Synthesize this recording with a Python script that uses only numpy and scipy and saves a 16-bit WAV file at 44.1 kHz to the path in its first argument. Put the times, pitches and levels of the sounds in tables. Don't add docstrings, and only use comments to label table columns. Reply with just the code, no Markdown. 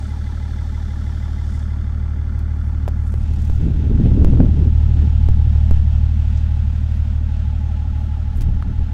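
import sys
import numpy as np
from scipy.fft import rfft, irfft, next_fast_len
from scipy.io import wavfile
from scipy.ndimage import map_coordinates

SR = 44100
rng = np.random.default_rng(int(sys.argv[2]) if len(sys.argv) > 2 else 0)


def output_pcm(signal):
    pcm = np.clip(np.atleast_2d(signal).T, -1, 1) * 32767
    wavfile.write(sys.argv[1], SR, np.round(pcm).astype(np.int16))


N = 393813
TIME = np.arange(N) / SR
FFT_SIZE = next_fast_len(N + SR // 2, True)
FREQ = np.fft.rfftfreq(FFT_SIZE, 1 / SR)

# time_s, firing_rate_hz
IDLE_SPEED = [(0, 37.5), (4, 37.52), (5, 37.48), (6, 37.44), (8.93, 37.44)]
CYLINDERS, FIRING_HZ = 6, IDLE_SPEED[0][1]


def exhaust(firing, boom_db, scatter_db=1.3, jitter_firings=0.0025, lope_db=1.5):
    # firing_rate_multiple, level_db
    harmonics = [(1, -4), (2, 3.5), (3, -4)]
    # lag_firings, level_db
    cylinder_puffs = [(0.092, 2.5), (0.043, -2), (0.092, 1.5), (0.0794, 5), (-.3, -5.5), (0.08, -4.5)]
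    # frequency_hz, gain_db
    silencer = [(20, -7.5), (62, -1.5), (135, -8), (168, -16), (700, -78.5)]
    # frequency_hz, density_db
    burble_spectrum = [(80, -12.5), (180, -1), (260, 4.5), (330, -9.5), (420, -15), (520, -22.5),
                       (900, -46)]
    swing = -sum(amp(db) * np.sin(2 * np.pi * round(k) * (firing - .625) + 0.39) for k, db in harmonics)
    lope = lope_db * np.cos(4 * np.pi * (firing - 1.9) / CYLINDERS)
    number = np.arange(int(firing[-1]))
    lag, puff_db = np.array(cylinder_puffs)[number % CYLINDERS].T
    timing, strength = rng.standard_normal((len(number), 2)).T
    puff_samples = np.interp(number + 0.087 + lag + jitter_firings * timing, firing, np.arange(N))
    puffs = np.bincount(puff_samples.astype(int), amp(puff_db + scatter_db * strength), N)
    throb = filtered(puffs - puffs.mean(), minimum_phase(spectrum(silencer)))
    burble = (1 + 0.5 * np.cos(2 * np.pi * (firing - .7))) * noise(spectrum(burble_spectrum))
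    boom = amp(boom_db + lope + 0.27 * wobble(25)) * swing
    return boom + amp(36 + 0.71 * boom_db) * throb + amp(-46 + 0.11 * boom_db) * burble


def pipe_resonance(firing, near_db):
    # place_firings, half_length_firings, pitch_hz, level_db
    modes = [(.85, .45, 205.1, -2.5), (.8, .6, 256.1, -9.5), (2.5, .35, 255, -10.5), (3.25, 0.7, 203, 0),
             (4.05, 0.51, 265, -12), (5.3, .55, 195, -7)]
    tones = sum(amp(db) * cyclic_tone(firing, place, length, hz, drift_rad=0.15)
                for place, length, hz, db in modes)
    return amp(-31.5 + 0.44 * near_db) * tones


def gas_rush(firing, gas_db, distance_m, pulsing=0.12, colour_rad_per_m=3.02):
    # frequency_hz, density_db
    jet_spectrum = [(250, -25.5), (420, -13.5), (620, -8), (740, -11), (860, -8), (1050, -15.5),
                    (1250, -16.5), (1380, -12.5), (1550, -14.5), (2300, -17.5), (2900, -16.5),
                    (3650, -18.5), (4000, -22.5), (6000, -27), (7300, -30.5), (9650, -40), (15500, -52.5)]
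    one, other = (noise(spectrum(jet_spectrum) * cavity_ripple(110)) for _ in range(2))
    blend = colour_rad_per_m * distance_m
    rush = np.cos(blend) * one + np.sin(blend) * other
    pulse = 1 + pulsing * np.cos(2 * np.pi * (firing - .5))
    return amp(gas_db + wobble(14)) * pulse * rush


def engine(firing, clatter_db, hiss_db, bounce_s, decay_firings=0.38, rise_firings=0.16):
    # frequency_hz, density_db
    block_spectrum = [(200, -1), (320, 5.5), (480, -10), (620, -7.5), (1100, -12.5), (1300, -9),
                      (1850, -14.5), (2300, -20.5), (3200, -37), (6000, -72)]
    # frequency_hz, density_db
    hiss_spectrum = [(1500, -31), (2600, -10.5), (3000, -3), (3400, -1.5), (3900, -6), (5200, -5),
                     (6300, -8), (9000, -15.5), (12000, -26), (15500, -27.5)]
    number, since = np.divmod(firing + .93, 1)
    strength = amp(1 + 1.1 * rng.standard_normal(int(firing[-1]) + 2))[number.astype(int)]
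    knocks = strength * np.exp(-since / decay_firings) * (1 - np.exp(-since / rise_firings))
    block = spectrum(block_spectrum) * cavity_ripple(92.8)
    bright_noise = noise(block * FREQ ** 2 / (FREQ ** 2 + 450 ** 2))
    ring = map_coordinates(bright_noise, [(number % CYLINDERS + since) * SR / FIRING_HZ])
    whirr = noise(block)
    clatter = amp(clatter_db) * unit_rms(1.73 * knocks * ring + whirr)
    hiss = amp(hiss_db) * unit_rms((1 + 0.24 * knocks) * noise(spectrum(hiss_spectrum)))
    direct = clatter + hiss
    paving_reflection = 0.14 * map_coordinates(direct, [(TIME - bounce_s) * SR])
    whine = amp(-77 + 2 * wobble(2.1)) * noise(resonance(6335, width_hz=25))
    return direct + paving_reflection + whine


def injectors(firing, hiss_db, place_firings=.25, half_length_firings=0.23, scatter_db=2.0):
    # centre_hz, width_hz, level_db
    modes = [(1710, 260, -1), (3530, 300, -3.5), (4440, 220, -7.5)]
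    number, since = np.divmod(firing - place_firings + .5, 1)
    strength = amp(scatter_db * rng.standard_normal(int(firing[-1]) + 3))[number.astype(int)]
    ticks = strength * np.exp(-((since - .5) / half_length_firings) ** 2)
    ring = noise(sum(amp(db) * resonance(hz, width) ** 2 for hz, width, db in modes))
    return amp(hiss_db - 3) * unit_rms(ticks * ring)


def metal_ringing(firing, bay_db):
    # place_firings, half_length_firings, pitch_hz, level_db, frontness (0 tail, 1 engine)
    modes = [(.55, .45, 846, 3, .05), (.95, 0.67, 785, 1, 0.14), (3.7, .6, 857, 2, .08),
             (4.69, 0.34, 825, 2.5, .02), (5.2, .8, 853, -1.5, .02), (1.6, 1.5, 610, -9, 0.068),
             (5.5, .5, 945, 3.5, 0.58), (4.25, .26, 2036, 8, .64), (2.3, 0.45, 1320, 1, 0.35),
             (5.25, .28, 1320, 2.5, 0.39), (.4, .4, 1760, 3, .9), (2.3, 0.2, 1550, 1, .75),
             (4.8, .25, 3490, -1.5, 1)]
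    # time_s, level_db
    tail_levels = [(0, -49.5), (2.2, -55), (4.2, -51.5), (5.3, -48.5), (6.2, -54.5), (6.55, -49.5),
                   (6.95, -59), (7.6, -45.5), (8.15, -47.5), (8.93, -49.5)]
    tail_db, = curves(tail_levels)
    ringing = np.zeros(N)
    for place, length, hz, db, frontness in modes:
        gain = amp(db + frontness * bay_db + (1 - frontness) * tail_db)
        ringing += gain * cyclic_tone(firing, place, length, hz, drift_rad=.42)
    return ringing


def wind(near_db):
    # peak_s, half_length_s, buffet_db, rumble_db
    gusts = np.array([(3.378, 0.23, -27.5, -24), (3.663, 0.077, -18, -18.5), (3.868, 0.093, -17.5, -31),
                      (4.17, 0.26, -12.9, -23.5), (4.411, 0.082, -11.5, -29.5), (4.594, 0.11, -19, -19),
                      (4.945, 0.19, -22.5, -27), (8.48, 0.14, -25, -17.5), (8.684, 0.042, -22, -19.5),
                      (8.808, 0.025, -24, -12)])
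    # frequency_hz, density_db
    rumble_spectrum = [(5, -12.5), (14, -0.5), (30, 0.5), (65, -6), (130, -16), (260, -43), (800, -90.5)]
    # frequency_hz, density_db
    buffet_spectrum = [(8, -2.5), (25, 1), (55, 4), (160, 0.5), (230, -8), (310, -22), (450, -30),
                       (700, -47), (4000, -89.5)]
    # frequency_hz, density_db
    eddy_spectrum = [(100, -4.5), (260, 7), (370, -3), (520, -12), (750, -26), (1500, -39.5), (4000, -70)]
    breeze = amp(-36 + 1.15 * near_db)
    gust_db = 20 * np.log10(np.hypot(breeze, swells(gusts[:, :3]))) + 2.5 * wobble(45)
    rumble = np.hypot(amp(3.5) * breeze, swells(gusts[:, [0, 1, 3]])) * noise(spectrum(rumble_spectrum))
    buffet = amp(gust_db) * noise(spectrum(buffet_spectrum))
    eddies = amp(-3 + 1.448 * gust_db) * noise(spectrum(eddy_spectrum))
    return rumble + buffet + eddies


def wind_pops(port_hz=380, port_decay_s=0.0023, port_db=-10, push_peak_s=0.014, rise_s=0.00044):
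    # start_s, level_db, decay_s, push_db, instant_share
    pops = [(3.141, -16.5, 0.003, -31, .38), (3.499, -17, 0.004, -11, .38), (4.2472, -5.5, .022, -8, .27),
            (4.336, -13.5, 0.0018, -30, 0.027), (4.373, -16.5, .002, -30, .02),
            (4.406, -11.5, .003, -18.5, .02), (5.288, -14, .0047, -4.5, 0.42),
            (5.559, -22, .0036, -29, .08), (5.711, -11, .014, -3.5, .38)]
    track, t = np.zeros(N), TIME[:SR // 8]
    for start_s, db, decay_s, push_db, instant_share in pops:
        step = np.exp(-t / decay_s) * (1 - (1 - instant_share) * np.exp(-t / rise_s))
        knock = amp(port_db) * np.sin(2 * np.pi * port_hz * t) * np.exp(-t / port_decay_s)
        push = t / push_peak_s * np.exp(1 - t / push_peak_s)
        add(track, start_s, amp(db) * (step + knock) + amp(push_db) * push)
    return track


def handling(knock_t60_s=0.0071):
    # start_s, level_db, pitch_hz, scrape_relative_db, scrape_t60_s
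    taps = [(2.391, -44.5, 895, 4, 0.027), (2.879, -10, 626, -17, 0.0059),
            (2.884, -23.5, 704, -11.5, 0.023), (2.889, -20, 507, -24.5, 0.0075),
            (3.336, -41, 600, 0.5, .02), (8.409, -38, 445, 5.5, 0.023), (8.418, -33.5, 450, -1.5, 0.053),
            (8.625, -19.5, 1290, -25, 0.0066)]
    # frequency_hz, gain_db
    scrape_spectrum = [(300, -10.5), (1500, 1.5), (5000, -1.5), (10000, -5.5), (16000, -10.5)]
    knocks, scrapes, t = np.zeros(N), np.zeros(N), TIME[:SR // 10]
    for start_s, db, hz, scrape_db, t60_s in taps:
        add(knocks, start_s, amp(db - 60 * t / knock_t60_s) * np.sin(2 * np.pi * hz * t))
        add(scrapes, start_s, amp(db + scrape_db - 60 * t / t60_s) * rng.standard_normal(len(t)))
    return knocks + filtered(scrapes, minimum_phase(spectrum(scrape_spectrum)))


def shoes_and_sleeves(grit_db=3.5, half_width_octaves=.6):
    # peak_s, half_length_s, level_db, centre_hz
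    scuffs = [(.02, 0.12, -57.5, 6000), (1.552, .11, -59.5, 6100), (2.63, .1, -71.5, 7950),
              (3.12, .14, -65, 7430), (3.41, 0.23, -60.5, 5800), (3.48, .15, -67.5, 13000),
              (4.06, 0.017, -48, 2600), (6.385, 0.032, -58, 4800), (6.965, .022, -68, 11030),
              (8.02, .06, -72.5, 10000), (8.375, .025, -61, 10040)]
    rubs = np.zeros(N)
    for peak_s, length_s, db, hz in scuffs:
        colour = 1 / (1 + (np.log2((FREQ + 1) / hz) / half_width_octaves) ** 4)
        rubs += swells([(peak_s, length_s, db)]) * noise(colour)
    return amp(grit_db * wobble(150)) * rubs


def cyclic_tone(firing, place, half_length, hz, drift_rad):
    offset = (firing - place + CYLINDERS / 2) % CYLINDERS - CYLINDERS / 2
    tone = np.sqrt(2) * np.sin(2 * np.pi * hz * offset / FIRING_HZ + drift_rad * wobble(10))
    return amp(wobble(10)) * np.exp(-(offset / half_length) ** 2) * tone


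def cavity_ripple(spacing_hz, depth_db=1.5):
    knots = rng.standard_normal(SR // 20)
    return amp(depth_db * map_coordinates(knots, [FREQ / spacing_hz]))


def resonance(hz, width_hz):
    return 1 / (1 + ((FREQ - hz) / (.78 * width_hz)) ** 2)


def spectrum(points):
    hz, db = np.transpose(points)
    return amp(np.interp(np.log(FREQ + 1), np.log(hz + 1), db))


def minimum_phase(gain):
    cepstrum = irfft(np.log(gain + 1e-6), FFT_SIZE)
    cepstrum[1:FFT_SIZE // 2] *= 2
    cepstrum[FFT_SIZE // 2:] = 0
    return np.exp(rfft(cepstrum))


def filtered(x, response):
    return irfft(rfft(x, FFT_SIZE) * response, FFT_SIZE)[:N]


def noise(gain):
    return unit_rms(filtered(rng.standard_normal(N), gain))


def wobble(knots_per_s):
    coarse = TIME[::32]
    knots = rng.standard_normal(int(N * knots_per_s / SR) + 4)
    return np.interp(TIME, coarse, map_coordinates(knots, [coarse * knots_per_s]))


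def swells(rows):
    return np.sqrt(sum((amp(db) * np.exp(-((TIME - s) / length) ** 2)) ** 2 for s, length, db in rows))


def passed(time_s, fade_s):
    return .5 + .5 * np.tanh((TIME - time_s) / fade_s)


def curves(rows):
    times, *columns = np.transpose(rows)
    return [np.interp(TIME, times, column) for column in columns]


def add(track, start_s, sound):
    part = track[round(start_s * SR):]
    part[:len(sound)] += sound[:len(part)]


def amp(db):
    return 10 ** (np.asarray(db) / 20)


def unit_rms(x):
    return x / np.sqrt(np.mean(x ** 2) + 1e-20)


def scene():
    # time_s, tailpipe_distance_m
    walk = [(0, 2.15), (3, 1.32), (4.2, 0.78), (4.7, 0.7), (5.7, 0.61), (6.4, 0.96), (8, 1.4), (8.93, 1.76)]
    firing = .175 + np.cumsum(curves(IDLE_SPEED)[0]) / SR
    distance_m, = curves(walk)
    near_db = -20 * np.log10(distance_m)
    arch_hidden = passed(1.69, fade_s=0.19)
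    behind = passed(3.144, fade_s=0.1)
    clatter_db = -45 - behind * (8 + 0.7 * near_db)
    hiss_db = -55 - 7 * arch_hidden - 11.5 * behind
    gas_db = -49.5 + 0.4 * near_db - 13 * (1 - behind)
    bounce_s = 0.00107 - .00028 * distance_m
    front = engine(firing, clatter_db, hiss_db, bounce_s) + injectors(firing, hiss_db)
    tail = exhaust(firing, boom_db=-17.5 + near_db) + pipe_resonance(firing, near_db)
    tail += gas_rush(firing, gas_db, distance_m)
    car = front + tail + metal_ringing(firing, bay_db=hiss_db)
    return (car + wind(near_db) + wind_pops() + handling() + shoes_and_sleeves())[None]


def record(dry, low_cut_hz=5, ceiling=.71, top_hz=15830):
    coupled = filtered(dry[0], 1j * FREQ / (low_cut_hz + 1j * FREQ))
    clipped = coupled / (1 + np.abs(coupled / ceiling) ** 50) ** (1 / 50)
    return filtered(clipped, FREQ < top_hz)[None]


dry = scene()
out = record(dry)
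output_pcm(out)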